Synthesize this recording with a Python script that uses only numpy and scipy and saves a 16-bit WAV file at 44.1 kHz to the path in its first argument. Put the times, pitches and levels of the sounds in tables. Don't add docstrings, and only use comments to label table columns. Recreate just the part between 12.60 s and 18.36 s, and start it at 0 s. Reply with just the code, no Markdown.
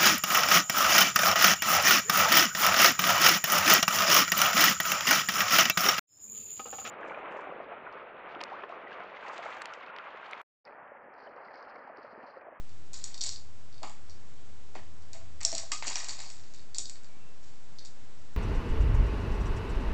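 import sys
import numpy as np
from scipy import signal
from scipy.fft import rfft, irfft
from scipy.io import wavfile
from scipy.ndimage import uniform_filter1d

SR = 44100
rng = np.random.default_rng(int(sys.argv[2]) if len(sys.argv) > 2 else 0)


def to_wav(s):
    ch = np.atleast_2d(s).T
    pcm = np.round(np.clip(ch, -1, 1) * 32767)
    wavfile.write(sys.argv[1], SR, pcm.astype(np.int16))


N = 254162

# frequency in Hz, relative density in dB.
HISS_SPECTRUM = [(25, 5), (45, 1.5), (100, 1.5), (200, -0.5), (500, -6), (700, -7), (1100, -9.5),
                 (1500, -11.5), (3000, -15), (5000, -16), (6800, -17), (8000, -16), (8600, -34.5)]
# time in seconds, level in dB before the hum's fixed trim.
HUM_LEVEL = [(0.1, -64), (0.7, -56.5), (1.2, -62.5), (1.41, -63.5), (1.47, -50), (1.69, -60), (1.78, -60),
             (1.94, -50.5), (2.15, -62.5), (2.27, -53), (2.57, -52), (2.65, -45.5), (2.74, -49.5),
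             (2.87, -47), (3.1, -58), (4.1, -61), (5.1, -69.5), (5.65, -61.5)]
# centre frequency in Hz, scale of the pitch wander in Hz, relative level in dB.
HUM_TONES = [(74.5, 4.74, -5), (93.2, 6, -6.5)]
# start in seconds, peak of the tube sound in dB, focus frequency in Hz,
# spread in octaves, tray peak in dB relative to the level of the tube.
CLICKS = [(0.093, -48.5, 4640, 0.7, -8), (0.3323, -33.5, 7340, 0.64, -28), (0.3426, -35, 7290, 0.43, -18),
          (0.4404, -23.5, 7930, 0.7, -32), (0.5432, -31, 4520, 0.43, -43), (0.578, -32, 4600, 0.66, -34),
          (0.609, -22.5, 4700, 0.37, -48), (0.6136, -19, 5340, 0.22, -27), (0.6375, -19, 6900, 0.59, -22),
          (0.6454, -30, 7220, .35, -9), (0.665, -30, 7200, 0.23, -26), (0.6912, -22.5, 5150, .24, -24),
          (0.6998, -40, 6940, 0.54, -32), (0.7135, -37, 7320, .25, -20), (0.7259, -34, 5570, .4, -12),
          (0.7602, -31.5, 4420, .23, -27), (1.1262, -47, 4340, 0.34, -18), (1.143, -46, 4100, .3, -25),
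          (1.18, -44, 4500, .26, -32), (1.2305, -30.5, 4130, 0.7, -10), (1.2742, -41.5, 7470, .4, -11),
          (1.296, -38, 7890, 0.7, -12), (1.4966, -43, 5250, 0.19, -33), (1.507, -44.5, 4730, 0.21, -39),
          (2.151, -44.5, 3570, .4, 0), (2.422, -51.5, 5700, 0.31, -13), (2.5317, -33, 5040, 0.67, -21),
          (2.8062, -40, 5780, .5, -1), (2.812, -33, 5830, 0.37, -2.5), (2.8312, -24.5, 7280, 0.63, -19),
          (2.8496, -7, 5900, .23, -53), (2.8694, -44, 5900, .4, -35), (2.917, -22, 5670, 0.2, -32),
          (2.928, -22.5, 5530, .31, -13.5), (2.9505, -16.5, 6000, 0.44, -41),
          (2.9602, -33.5, 5560, .54, -8.5), (2.9804, -17, 6100, 0.29, -29), (3.1183, -16, 6230, 0.6, -8.5),
          (3.224, -40, 6700, 0.35, 8), (3.2681, -26.5, 7000, .5, -27), (3.2797, -19.5, 7040, 0.58, -9),
          (3.3104, -32.5, 6850, .4, 0.5), (3.3563, -15.5, 5710, 0.1, -12.5), (3.3807, -28, 6670, 0.31, -26),
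          (3.444, -27.5, 6930, 0.66, -8), (3.4849, -27, 6400, .4, -22), (3.493, -24.5, 4600, .42, -14),
          (3.5064, -33.5, 6320, .35, -29), (3.591, -36, 4640, .44, -5), (3.604, -28.5, 7600, 0.45, -8.5),
          (3.66, -48, 4430, .4, -20), (3.701, -34, 6670, 0.44, -15), (3.8387, -49, 4800, .54, -2),
          (3.937, -45, 5400, 0.38, -16), (3.994, -45.5, 3610, 0.37, -6), (4.146, -26.5, 5800, 0.6, -21),
          (4.1835, -16.5, 7100, 0.58, -25), (4.1932, -38.5, 7030, .4, -24),
          (4.2553, -29.5, 4600, 0.65, -41), (4.2961, -27.5, 7340, 0.7, -16.5),
          (4.356, -43.5, 4500, .3, -4.5), (4.4344, -48, 7240, .37, -7), (4.4444, -44, 4790, .43, -12),
          (5.186, -36, 4450, 0.29, -36), (5.1921, -38, 4460, .3, -39), (5.249, -39.5, 7120, 0.67, -16),
          (5.258, -47, 7300, 0.64, -11)]
# start in seconds, level in dB before mode weights,
# 60 dB decay time in seconds, share of tray and stand in dB.
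SHOWERS = [(0.331, -51.5, 0.86, -5.5), (0.439, -57.5, 0.67, -0.5), (0.543, -58, 0.3, -0.5),
           (0.612, -40, 0.38, -14), (.66, -38, 0.27, -11), (1.23, -56.5, 0.39, 9.5), (1.496, -65, 0.1, -19),
           (2.151, -59, 0.27, 10.5), (2.532, -65, 0.67, 7.5), (2.806, -49, 0.58, -3.5),
           (2.851, -43, 0.57, -4.5), (2.947, -45.5, 0.57, -2), (2.981, -40, 0.14, -5),
           (3.117, -34.5, 0.25, -6), (3.224, -46.5, 0.98, 3.5), (3.269, -37.5, 0.51, -4.5),
           (3.355, -42.5, 0.83, -0.5), (3.487, -42.5, 0.41, -5), (3.588, -49, 0.99, -4),
           (3.937, -57, 0.32, -6), (4.148, -48.5, 0.41, -8.5), (4.184, -40, 0.18, -13),
           (4.256, -55, 0.22, -15), (4.83, -66.5, .95, -2), (5.249, -52, 0.15, -15)]
# start in seconds, stand peak in dB, focus frequency in Hz,
# ring length factor, floor thud, tray share and room share in dB.
KNOCKS = [(1.22, -43, 710, 1.4, -14, -24, 0), (1.233, -31, 963, 1.1, -14, -14.5, 3),
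          (2.154, -31.5, 805, 0.56, -11, -18, -0.5), (2.549, -47.5, 663, 1.5, -30, -20, 4.5),
          (2.813, -46.5, 1160, 1.6, -19, -6, 3), (2.85, -40, 653, 1.7, -22, -25, 3.5),
          (2.927, -31, 670, 1.2, -11, -17, -0.5), (3.033, -39, 660, 1, -26, -28, -2),
          (3.119, -32.5, 1240, 2.86, -15.5, -2, -1.5), (3.224, -28, 864, .45, -27, -3, -15),
          (3.269, -42, 620, .52, -0.5, -13, -10), (3.308, -35.5, 930, 1.4, -15, -12, -15),
          (3.357, -34.5, 795, 0.89, -25, -14, -19), (3.483, -39.5, 870, 0.77, -14.5, -7, 3),
          (3.584, -47.5, 810, 2.4, -16, -4, 2), (4.182, -49, 694, 1.05, -2, -15, -4)]
# start in seconds, end in seconds,
# mean frequency in Hz, mean level in dB.
SQUEAKS = [(4.46, 4.64, 2320, -66.5), (4.58, 4.75, 2690, -66.5)]
# frequency in Hz, relative level in dB, nominal 60 dB decay in seconds.
TUBE_MODES = [(3773, 0, 0.052), (4410, 3, 0.021), (4400, 0, 0.021), (4730, 4.5, 0.026), (5446, -9, 0.07),
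              (5650, 1.5, 0.028), (5710, 0, 0.013), (6050, -4, 0.022), (6795, 3, 0.021), (7135, 5, 0.029),
              (7350, -2, 0.035), (7620, 1, 0.039)]
TRAY_MODES = [(1635, -4.5, .03), (1890, -1, 0.041), (2090, -2.5, .03), (2217, -9, 0.083),
              (2330, -7.5, 0.052), (2498, -1.5, 0.039), (2815, -3.5, 0.053), (3294, -2, 0.051)]
STAND_MODES = [(669.5, -1.5, 0.066), (780, -3.5, 0.055), (883, -2.5, 0.053), (962, 2, 0.02),
               (1157, -1, 0.086), (1224, -6.5, 0.059)]
FLOOR_MODES = [(157, -3, 0.053), (218, -4.5, 0.21), (303.4, 6, 0.05), (387, 1.5, 0.086)]

HISS_DB = -58
MAINS_HZ, MAINS_DB = 120, -67
TICK_S = .0003
CRACK_LENGTH, CLICK_RING = .17, 0.61
CLICK_ROOM_DB = -3.5
NEARNESS = 0.14
TRAY_HZ, TRAY_RISE_HZ_PER_DB = 2350, 30
GRAIN_SPREAD_DB = 0.5
SHOWER_HZ, SHOWER_STAND_DB = 5600, -2.5
KNOCK_TRAY_HZ = 2270
KNOCK_SPREAD = .2
ROOM_T60_S, ROOM_DB = 0.3, 0
OFFSET = -0.038
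TOP_HZ = 8950


def undb(db):
    return 10 ** (np.asarray(db) / 20)


def level(x, db):
    return x * undb(db) / np.sqrt(np.mean(x ** 2))


def walk(rate):
    k = int(SR / rate)
    held = np.repeat(rng.standard_normal(N // k + 1), k)
    return uniform_filter1d(uniform_filter1d(held, k), k)[:N]


def band(x, hz, width):
    return signal.lfilter(*signal.iirpeak(hz, hz / width, fs=SR), x)


def ring(modes, focus_hz, octaves, chance, damp, contact_s):
    hz, db, t60 = np.transpose(modes)[:, :, None]
    t = np.arange(int(damp * t60.max() * SR)) / SR
    distance = np.log2(hz / focus_hz) / max(octaves, .1)
    gain = undb(db - 4.8 * distance ** 2)
    gain = gain * undb(1.5 * chance[:len(modes), None])
    hz = hz * (1 + .01 * chance[-len(modes):, None])
    decay = np.exp(-np.log(1000) * t / (damp * t60))
    y = np.sum(gain * decay * np.sin(2 * np.pi * hz * t), axis=0)
    y = y * np.sin(np.pi / 2 * np.minimum(t / contact_s, 1)) ** 2
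    return y / np.abs(y).max()


def add(out, s, y):
    i = int(s * SR)
    out[i:i + len(y)] += y[:len(out) - i]


def hiss():
    hz, db = np.transpose(HISS_SPECTRUM)
    f = np.maximum(np.arange(N // 2 + 1) * SR / N, 1)
    shape = undb(np.interp(np.log(f), np.log(hz), db)) * (f > 20)
    noise = irfft(rfft(rng.standard_normal(N)) * shape, N)
    return level(noise, HISS_DB) * undb(0.4 * walk(2.95))


def hum():
    t = np.arange(N) / SR
    rumble = 0
    for hz, wander, db in HUM_TONES:
        swell = undb(db + 3.7 * walk(12) + 3 * walk(4.99))
        phase = 2 * np.pi * np.cumsum(hz + wander * walk(7.8)) / SR
        rumble = rumble + swell * np.sin(phase)
    mains = undb(MAINS_DB + 2.2 * walk(3.27)) * np.sin(2 * np.pi * MAINS_HZ * t)
    course = undb(np.interp(t, *np.transpose(HUM_LEVEL)))
    return level(rumble, -1.4) * course + mains


def clicks():
    near, far = np.zeros(N), np.zeros((5, N))
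    thin = signal.butter(N=6, Wn=3550, btype="high", fs=SR, output="sos")
    chances = rng.standard_normal((len(CLICKS), 24))
    for k, ((s, db, hz, octaves, tray_db), chance) in enumerate(zip(CLICKS, chances)):
        y = np.zeros(SR // 5)
        add(y, 0, ring(TUBE_MODES, hz, 2 * octaves, chance, CRACK_LENGTH, TICK_S))
        add(y, 0, undb(6.5) * ring(TUBE_MODES, hz, octaves, chance, CLICK_RING, TICK_S))
        y = signal.sosfilt(thin, y)
        y = undb(db) * y / np.abs(y).max()
        tray_hz = TRAY_HZ + TRAY_RISE_HZ_PER_DB * (db + 29.5)
        tray = ring(TRAY_MODES, tray_hz, 0.33, chance, CLICK_RING, contact_s=0.00052)
        add(y, 0, undb(db + tray_db) * tray)
        add(near, s, y)
        room_db = CLICK_ROOM_DB - NEARNESS * (db + 26.5)
        add(far[k % len(far)], s, y * undb(room_db))
    return near, far


def room(x):
    t = np.arange(SR // 2) / SR
    decay = np.exp(-np.log(1000) * t / ROOM_T60_S)
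    onset = np.clip(t / 0.006 - .3, 0, 1)
    tail = rng.standard_normal((len(x), len(t))) * decay * onset
    tail = tail / np.sqrt(np.sum(tail ** 2, axis=1, keepdims=True))
    return signal.fftconvolve(x, tail, axes=1)[:, :N].sum(axis=0) * undb(ROOM_DB)


def tumble(hz, t60, rate, spread_db):
    hits = (rng.random(N) < rate / SR) * 1.
    sizes = np.minimum(rng.exponential(size=int(hits.sum())), 2.5)
    hits[hits > 0] = undb(spread_db * sizes)
    mode = band(hits, hz, 23.0 / t60)
    return level(band(mode, hz, hz / 4), 0)


def rattle():
    t = np.arange(SR // 2) / SR
    out = 0
    for body, modes in ("tube", TUBE_MODES), ("tray", TRAY_MODES), ("stand", STAND_MODES):
        for hz, db, t60 in modes:
            power = np.zeros(N)
            for s, shower_db, shower_t60, body_db in SHOWERS:
                if body == "tube":
                    share_db = -6 * (np.log2(hz / SHOWER_HZ) / 1.6) ** 2
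                elif body == "tray":
                    share_db = body_db
                else:
                    share_db = body_db + SHOWER_STAND_DB
                decay = np.exp(-2 * np.log(1000) * t / shower_t60)
                add(power, s, undb(2 * (shower_db + share_db)) * decay)
            grains = tumble(hz, t60, 110, GRAIN_SPREAD_DB)
            out = out + undb(db - 9.0) * np.sqrt(power) * grains
    return out


def knocks():
    near, far = np.zeros(N), np.zeros(N)
    chances = rng.standard_normal((len(KNOCKS), 24))
    for (s, db, hz, length, thud_db, tray_db, room_db), chance in zip(KNOCKS, chances):
        damp = np.clip(length, .2, 4)
        y = np.zeros(SR // 2)
        stand = ring(STAND_MODES, hz, KNOCK_SPREAD, chance, damp, contact_s=0.0017)
        add(y, 0, undb(db) * stand)
        tray = ring(TRAY_MODES, KNOCK_TRAY_HZ, 0.13, chance, damp, contact_s=0.0012)
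        add(y, 0, undb(db + tray_db) * tray)
        add(near, s, y)
        thud = ring(FLOOR_MODES, 250, 0.96, chance, 1.7, contact_s=0.0056)
        add(near, s, undb(db + thud_db) * thud)
        add(far, s, y * undb(room_db))
    return near, far


def squeak():
    t, out = np.arange(N) / SR, 0
    for start, end, hz, db in SQUEAKS:
        progress = np.clip((t - start) / (end - start), 0, 1)
        shape = np.sqrt(np.sin(np.pi * progress).clip(0))
        tone = np.sin(2 * np.pi * np.cumsum(hz * (1 + .012 * walk(90))) / SR)
        out = out + shape * undb(db + 4 * walk(50)) * tone
    return out


def scene():
    click, click_far = clicks()
    knock, knock_far = knocks()
    loose = rattle()
    dull_far = undb(-3.5) * knock_far + undb(-8.0) * loose
    wet = room(np.vstack([click_far, dull_far]))
    return (click + knock + loose + wet + squeak() + hum() + hiss())[None]


def record(dry):
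    rate = 1 / (.3 * SR)
    loud = signal.lfilter([rate], [1, rate - 1], dry ** 2)
    gain = (1 + loud / undb(-64)) ** -.5
    rolloff = signal.butter(N=12, Wn=8300, fs=SR, output="sos")
    cut = signal.ellip(8, .2, 60, TOP_HZ, fs=SR, output="sos")
    soft = signal.sosfilt(rolloff, dry * gain)
    return OFFSET * gain + signal.sosfilt(cut, soft)


dry = scene()
out = record(dry)
to_wav(out)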